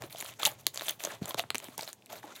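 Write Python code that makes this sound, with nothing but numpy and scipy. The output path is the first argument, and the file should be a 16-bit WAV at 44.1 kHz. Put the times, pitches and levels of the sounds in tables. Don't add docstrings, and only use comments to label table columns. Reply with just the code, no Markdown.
import sys
import numpy as np
from scipy import signal
from scipy.fft import rfft, irfft
from scipy.io import wavfile
from scipy.ndimage import uniform_filter1d

SR = 44100
rng = np.random.default_rng(int(sys.argv[2]) if len(sys.argv) > 2 else 0)


def master(y):
    cut = np.clip(np.atleast_2d(y).T, -1, 1)
    pcm = np.round(cut * 32767)
    wavfile.write(sys.argv[1], SR, pcm.astype(np.int16))


def decibels_to_gain(level_db):
    exponent = np.asarray(level_db, float) / 20
    return 10 ** exponent


N = 105840


def unit(x):
    return x / np.sqrt(np.mean(x ** 2))


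def band(x, hz, width_hz):
    return signal.lfilter(*signal.iirpeak(min(hz, 0.45 * SR), hz / width_hz, fs=SR), x)


def shape_db(table, hz):
    table_hz, table_db = np.array(table).T
    return np.interp(np.log(hz), np.log(table_hz), table_db)


def walk(rate):
    hold = int(SR / rate)
    steps = np.repeat(rng.standard_normal(N // hold + 1), hold)
    smooth = uniform_filter1d(uniform_filter1d(steps, hold), hold)
    return unit(smooth[:N])


def add(out, s, sound):
    i = int(s * SR)
    out[i:i + len(sound)] += sound[:N - i]


# (frequency [Hz], level [dB])
ROOM_TONE = [(18, -60), (30, -35), (170, -2.5), (233, -2), (889, -8), (1190, -18.5), (2540, -20),
             (6900, -22), (16000, -31)]
# (time [s], level [dB])
SHUDDER = [(0, -49.5), (.08, -57.5), (.13, -68), (.33, -62.5), (.4, -74), (.45, -56), (.6, -61.5),
           (.77, -66), (1.18, -64.5), (1.29, -63), (1.46, -58.5), (1.64, -72.5), (1.69, -60), (1.8, -68),
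           (2.08, -74.5), (2.13, -60), (2.31, -76)]
ROOM_TONE_DB = -64
SHUDDER_HZ = 117.8


def air():
    hz = np.maximum(np.arange(N // 2 + 1) * SR / N, 1)
    spectrum = rfft(rng.standard_normal(N)) * decibels_to_gain(shape_db(ROOM_TONE, hz))
    tone = unit(irfft(spectrum, N)) * decibels_to_gain(ROOM_TONE_DB + walk(9.4))
    shudder = band(band(rng.standard_normal(N), SHUDDER_HZ, 40), SHUDDER_HZ, 67)
    level_db = np.interp(np.arange(N) / SR, *np.array(SHUDDER).T)
    return tone + unit(shudder) * decibels_to_gain(level_db)


# (start [s], length [s], crackle level [dB], hollow level [dB])
SQUEEZES = [(0, 0.054, -52.5, -50.5), (0.092, 0.23, -52.5, -61.5), (0.18, 0.11, -48.5, -54.5),
            (0.384, 0.042, -44.5, -49.5), (0.417, 0.05, -36.5, -44), (0.478, 0.042, -68, -51.5),
            (.578, 0.022, -56, -60), (0.73, 0.18, -46, -58), (0.866, 0.037, -42, -48.5),
            (0.985, 0.13, -47.5, -57), (1.025, .12, -50, -47.5), (1.207, 0.049, -54, -50),
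            (1.268, 0.043, -48, -46), (1.366, 0.023, -42.5, -39.5), (1.55, 0.091, -56.5, -63.5),
            (1.612, 0.039, -51.5, -52), (1.668, 0.079, -58, -65), (1.766, 0.081, -51, -56.5),
            (1.856, 0.032, -45.5, -61), (2.088, 0.088, -51.5, -54), (2.22, .105, -59, -53),
            (2.344, .035, -49, -63)]
ATTACK_S, RELEASE_S = 0.013, 0.011
SETTLE_DB, SETTLE_S = -40.5, 0.047


def effort(column):
    t, power = np.arange(N) / SR, np.zeros(N)
    for row in SQUEEZES:
        start, length = row[:2]
        attack = np.clip((t - start) / ATTACK_S, 0, 1) ** 3
        after = np.maximum(t - start - length, 0)
        release = np.exp(-after / RELEASE_S) + decibels_to_gain(SETTLE_DB) * np.exp(-after / SETTLE_S)
        power += decibels_to_gain(row[column]) ** 2 * attack * release
    return np.sqrt(power)


CRACKLES_PER_S, CRACKLE_SCATTER_DB, HISS_DB = 1300, 3.6, -3


def ticks(rate):
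    chance, size, sign = rng.random((3, N))
    size = decibels_to_gain(-CRACKLE_SCATTER_DB * np.log(size + 0.06))
    hits = (chance < rate / SR) * size * np.sign(sign - 0.5)
    return unit(hits) + decibels_to_gain(HISS_DB) * rng.standard_normal(N)


# (frequency [Hz], level [dB])
SLIME = [(180, -37), (300, -19.5), (689, -12.5), (1140, 0), (3400, 0), (5080, -6), (6200, -1), (9090, -6.5),
         (16000, -1.5)]
FLUTTER_DB, CLUMP_DB = 2, 4


def crackle():
    broad, out = ticks(CRACKLES_PER_S / 3), 0
    for hz in 400 * 2 ** np.arange(0, 5.4, 0.5):
        clumps = decibels_to_gain(shape_db(SLIME, hz) + CLUMP_DB * walk(60))
        drive = 0.35 * broad + ticks(CRACKLES_PER_S / 4)
        out = out + clumps * band(band(drive, hz, hz / 2), hz, hz / 2)
    return unit(out) * effort(column=2) * decibels_to_gain(FLUTTER_DB * walk(120))


# (frequency [Hz], width [Hz], level [dB])
HOLLOW = [(638, 122, 7.5), (824, 460, -17), (524, 530, 2), (1120, 94, -17.5)]


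def hollow():
    drive = ticks(CRACKLES_PER_S / 2)
    modes = sum(decibels_to_gain(db + FLUTTER_DB * walk(39.47)) * band(drive, hz, width) for hz, width, db in HOLLOW)
    return unit(modes) * effort(column=3)


# (time [s], pop level [dB], pitch [Hz], wall wave level [dB])
POPS_PULL = [(0.0213, -25, 1790, -29), (0.1267, -29, 4200, -64), (0.2249, -25, 2110, -30.5),
             (0.3383, -38.5, 2710, -77), (0.4525, -5, 7270, -65.5), (0.6673, -7.5, 4150, -24),
             (0.745, -24.5, 8350, -52), (0.8101, -24, 1720, -30), (1.0382, -18, 5830, -29.5),
             (1.072, -30, 3260, -24), (1.3444, -21.5, 3680, -21.5), (1.438, -62, 1480, -31.5),
             (1.5043, -17.5, 2700, -28), (1.5464, -18, 2300, -26.5), (1.5507, -24.5, 2770, -29),
             (1.555, -14.5, 2570, -31), (1.582, -19.5, 7700, -45), (1.6011, -31, 2470, -42),
             (1.6848, -39, 2170, -36.5), (1.7796, -17.5, 11300, -34), (1.792, -28, 1210, -32.5),
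             (1.93, -24.5, 6500, -46), (2.0605, -34, 8040, -65)]
SNAP_DB, SNAP_TAIL_DB, RING_CYCLES = -5, -9.5, 1.4
WAVE_HZ, WAVE_BEND_S, WAVE_FADE_S = 3800, 0.00045, 0.0028
WAVE_DB, WAVE_ROUGH_DB = -2.5, 3.5


def snaps():
    out, t = np.zeros(N), np.arange(1500) / SR
    for s, db, hz, wall_db in POPS_PULL:
        noise = rng.standard_normal(1500)
        uneven = unit(uniform_filter1d(uniform_filter1d(noise[::-1], size=50), size=50))
        turns = WAVE_HZ * (1 + 0.176 * noise[2]) * WAVE_BEND_S * np.log1p(t / WAVE_BEND_S)
        wave = np.sin(2 * np.pi * turns + 0.5 * uneven) * decibels_to_gain(WAVE_ROUGH_DB * uneven)
        wave *= np.minimum(t / 0.0012, 1) * np.exp(-t / WAVE_FADE_S)
        ring = np.sin(2 * np.pi * hz * t) * np.exp(-t * np.sqrt(hz * 4000) / RING_CYCLES)
        crack = band(noise, 7200, 7300)
        crack = 0.57 * crack / np.std(crack[:24])
        crack *= decibels_to_gain(SNAP_DB) * np.exp(-t / 0.00053) + decibels_to_gain(SNAP_TAIL_DB) * np.exp(-t / 0.00096)
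        pop = np.minimum(t / 0.0001, 1) * decibels_to_gain(db) * (ring + crack)
        add(out, s, pop + decibels_to_gain(wall_db + WAVE_DB) * wave)
    return out


# (time [s], pop level [dB], pitch [Hz], hollow level [dB])
POPS_BURIED = [(0.0379, -38.5, 2490, -39), (0.1849, -35, 11200, -50), (0.1935, -36, 14800, -51),
               (0.2042, -30, 7050, -43), (0.2103, -27.5, 9750, -44.5), (0.2464, -36, 9900, -39),
               (0.2615, -37, 3200, -52), (0.2975, -43.5, 2680, -55), (0.3959, -36, 14500, -50),
               (0.416, -35, 3930, -45), (0.4318, -22, 3360, -31.5), (0.4562, -18, 2890, -38.5),
               (0.4573, -15.5, 4050, -60), (0.4613, -20.5, 4000, -35), (0.4644, -20, 9900, -29),
               (0.4717, -19.5, 11700, -25), (0.759, -32, 6300, -38), (0.775, -25.5, 4680, -35.5),
               (0.7956, -31, 3700, -58), (0.82, -32.5, 4200, -27.5), (0.8687, -35, 6150, -41),
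               (0.8836, -24, 3420, -27.5), (0.8877, -26, 11900, -44),
               (0.8934, -23, 6290, -55), (0.8961, -25.5, 3200, -40), (0.9085, -25, 15000, -41),
              (1.0049, -36, 2500, -38), (1.0486, -26, 7760, -33), (1.051, -23, 6350, -29.5),
              (1.0561, -34, 3320, -49), (1.257, -29, 7190, -39), (1.2798, -36, 9400, -38),
              (1.2916, -33, 13000, -57), (1.2953, -32.5, 10900, -54), (1.3085, -31, 3270, -38),
              (1.3903, -27.5, 12900, -28), (1.3939, -23, 3930, -32), (1.643, -34.5, 7900, -44),
              (1.8098, -30.5, 4860, -47), (1.823, -32.5, 8600, -40), (1.8292, -42, 3860, -31.5),
              (1.8324, -30.5, 5170, -62), (1.877, -34.5, 4020, -34.5), (1.89, -39.5, 6900, -39.5),
              (2.123, -41, 2540, -43.5), (2.1288, -35.5, 13000, -58), (2.3615, -42, 3700, -63),
               (.0985, -48, 4000, -60), (0.109, -46, 2450, -55), (0.1478, -51, 3500, -60),
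              (.159, -39.5, 2980, -55), (.161, -41, 1490, -50), (0.1707, -43, 5000, -60),
              (.177, -45, 4000, -64), (.184, -46, 3400, -60), (.2095, -36, 2400, -55),
              (.253, -38, 1300, -53), (.291, -42, 2750, -60), (.3975, -36.5, 3600, -53),
              (.3995, -42, 7240, -50), (0.423, -34, 7200, -57), (0.435, -32, 6800, -55),
              (.437, -35, 11000, -55), (.4645, -22, 8060, -55), (0.466, -28.5, 4170, -55),
              (.479, -30, 2800, -37), (.516, -42, 6900, -65), (1.229, -42, 4230, -60),
              (1.244, -44, 4000, -60), (1.385, -30.5, 4070, -40), (1.3855, -41, 6100, -50),
              (1.389, -33, 4360, -47), (1.3951, -19.5, 2930, -33), (1.3945, -34, 6070, -55),
              (1.403, -32.5, 3470, -48), (1.5039, -24, 4120, -62), (2.0982, -56, 3300, -64),
              (2.156, -43.5, 2350, -57), (2.231, -44, 1820, -52), (1.793, -31, 2330, -39),
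              (2.067, -51.5, 2500, -70), (2.023, -52, 2500, -70), (.657, -50, 3200, -70),
              (.644, -57, 3620, -70), (0.4524, -19, 3600, -55), (2.356, -44, 3600, -65),
              (2.366, -50, 5600, -65), (2.377, -48, 2650, -67)]
POP_RISE_S, SPIT_S, SPIT_DB, HOLLOW_RING_DB = 0.0005, 0.0013, -0.5, -10


def pops():
    out, knock, t = np.zeros(N), np.zeros(N), np.arange(600) / SR
    swell = t / POP_RISE_S * np.exp(1 - t / POP_RISE_S)
    for s, db, hz, hollow_db in POPS_BURIED:
        noise = rng.standard_normal(600)
        spit = unit(band(noise, hz, 0.8 * hz) + decibels_to_gain(-20) * noise) * np.sqrt(swell) * np.exp(-t / SPIT_S)
        ring = np.sin(2 * np.pi * hz * t + 3 * noise[0]) * swell
        add(out, s - POP_RISE_S / 2, decibels_to_gain(db) * (ring + decibels_to_gain(SPIT_DB) * spit))
        add(knock, s, decibels_to_gain(hollow_db + HOLLOW_RING_DB) * np.sign(noise[:1]))
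    for hz, width, db in HOLLOW:
        out += decibels_to_gain(db) * band(knock, hz, width) * SR / (2 * np.pi * width)
    return out


# (time [s], level [dB], pitch [Hz], decay [s])
BUMPS = [(.04, -35, 349, 0.0052), (0.1485, -31.5, 677, 0.0032), (.4, -35, 830, 0.0053),
         (.4318, -20.5, 1230, 0.0021), (.475, -26, 820, 0.0055), (1.5046, -20, 1190, 0.0011),
         (1.38, -33.5, 690, .005), (1.781, -32, 900, 0.0018), (1.686, -38, 257, 0.0052),
         (.669, -30, 600, 0.0022), (1.308, -31, 1020, 0.0026), (2.287, -45, 960, .004),
         (2.303, -45, 1270, .004), (2.318, -45, 1400, 0.0054), (1.0735, -30, 620, 0.003),
         (1.215, -36, 320, 0.0026), (1.219, -15, 178, 0.0022), (1.239, -31, 134, 0.0069),
         (1.793, -24, 850, 0.0017), (1.395, -21.5, 686, 0.0049), (.466, -26, 849, 0.0054),
         (2.13, -31.5, 696, 0.0039), (2.24, -37, 830, 0.0081), (2.242, -43.5, 306, 0.013)]
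BUMP_SAG = 1.3


def bumps():
    out, t = np.zeros(N), np.arange(8000) / SR
    for s, db, hz, decay in BUMPS:
        ring = np.sin(2 * np.pi * hz * np.log1p(BUMP_SAG * t) / BUMP_SAG)
        add(out, s, decibels_to_gain(db) * ring * np.minimum(t * hz * 3.3, 1) * np.exp(-t / decay))
    return out


def tail(t60, db, gap):
    t = np.arange(SR // 2) / SR
    h = rng.standard_normal(len(t)) * decibels_to_gain(-60 * t / t60) * (t > gap)
    return decibels_to_gain(db) * h / np.sqrt(np.sum(h ** 2))


# (frequency [Hz], width [Hz], level [dB])
MIC = [(3700, 1330, 3), (5180, 1500, -4.5), (8820, 600, -4.5)]
LOW_CUT_HZ = 108


def scene():
    room_air = air()
    near = crackle() + hollow() + snaps() + pops() + bumps()
    tub = tail(t60=0.069, db=-18.5, gap=0.0011)
    room = tail(t60=0.12, db=-19, gap=0.0079)
    near = near + signal.fftconvolve(near, tub + room)[:N]
    for hz, width, db in MIC:
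        near = near + (decibels_to_gain(db) - 1) * band(near, hz, width)
    low_cut = signal.butter(3, LOW_CUT_HZ, "high", fs=SR, output="sos")
    return (signal.sosfilt(low_cut, near) + room_air)[None]


def roll_off(x):
    return signal.sosfilt(signal.butter(12, 17100, fs=SR, output="sos"), x)


def record(dry):
    top_cut = signal.ellip(5, 0.5, 26, 15900, fs=SR, output="sos")
    mix = signal.sosfilt(top_cut, dry)
    return roll_off(mix)


dry = scene()
out = record(dry)
master(out)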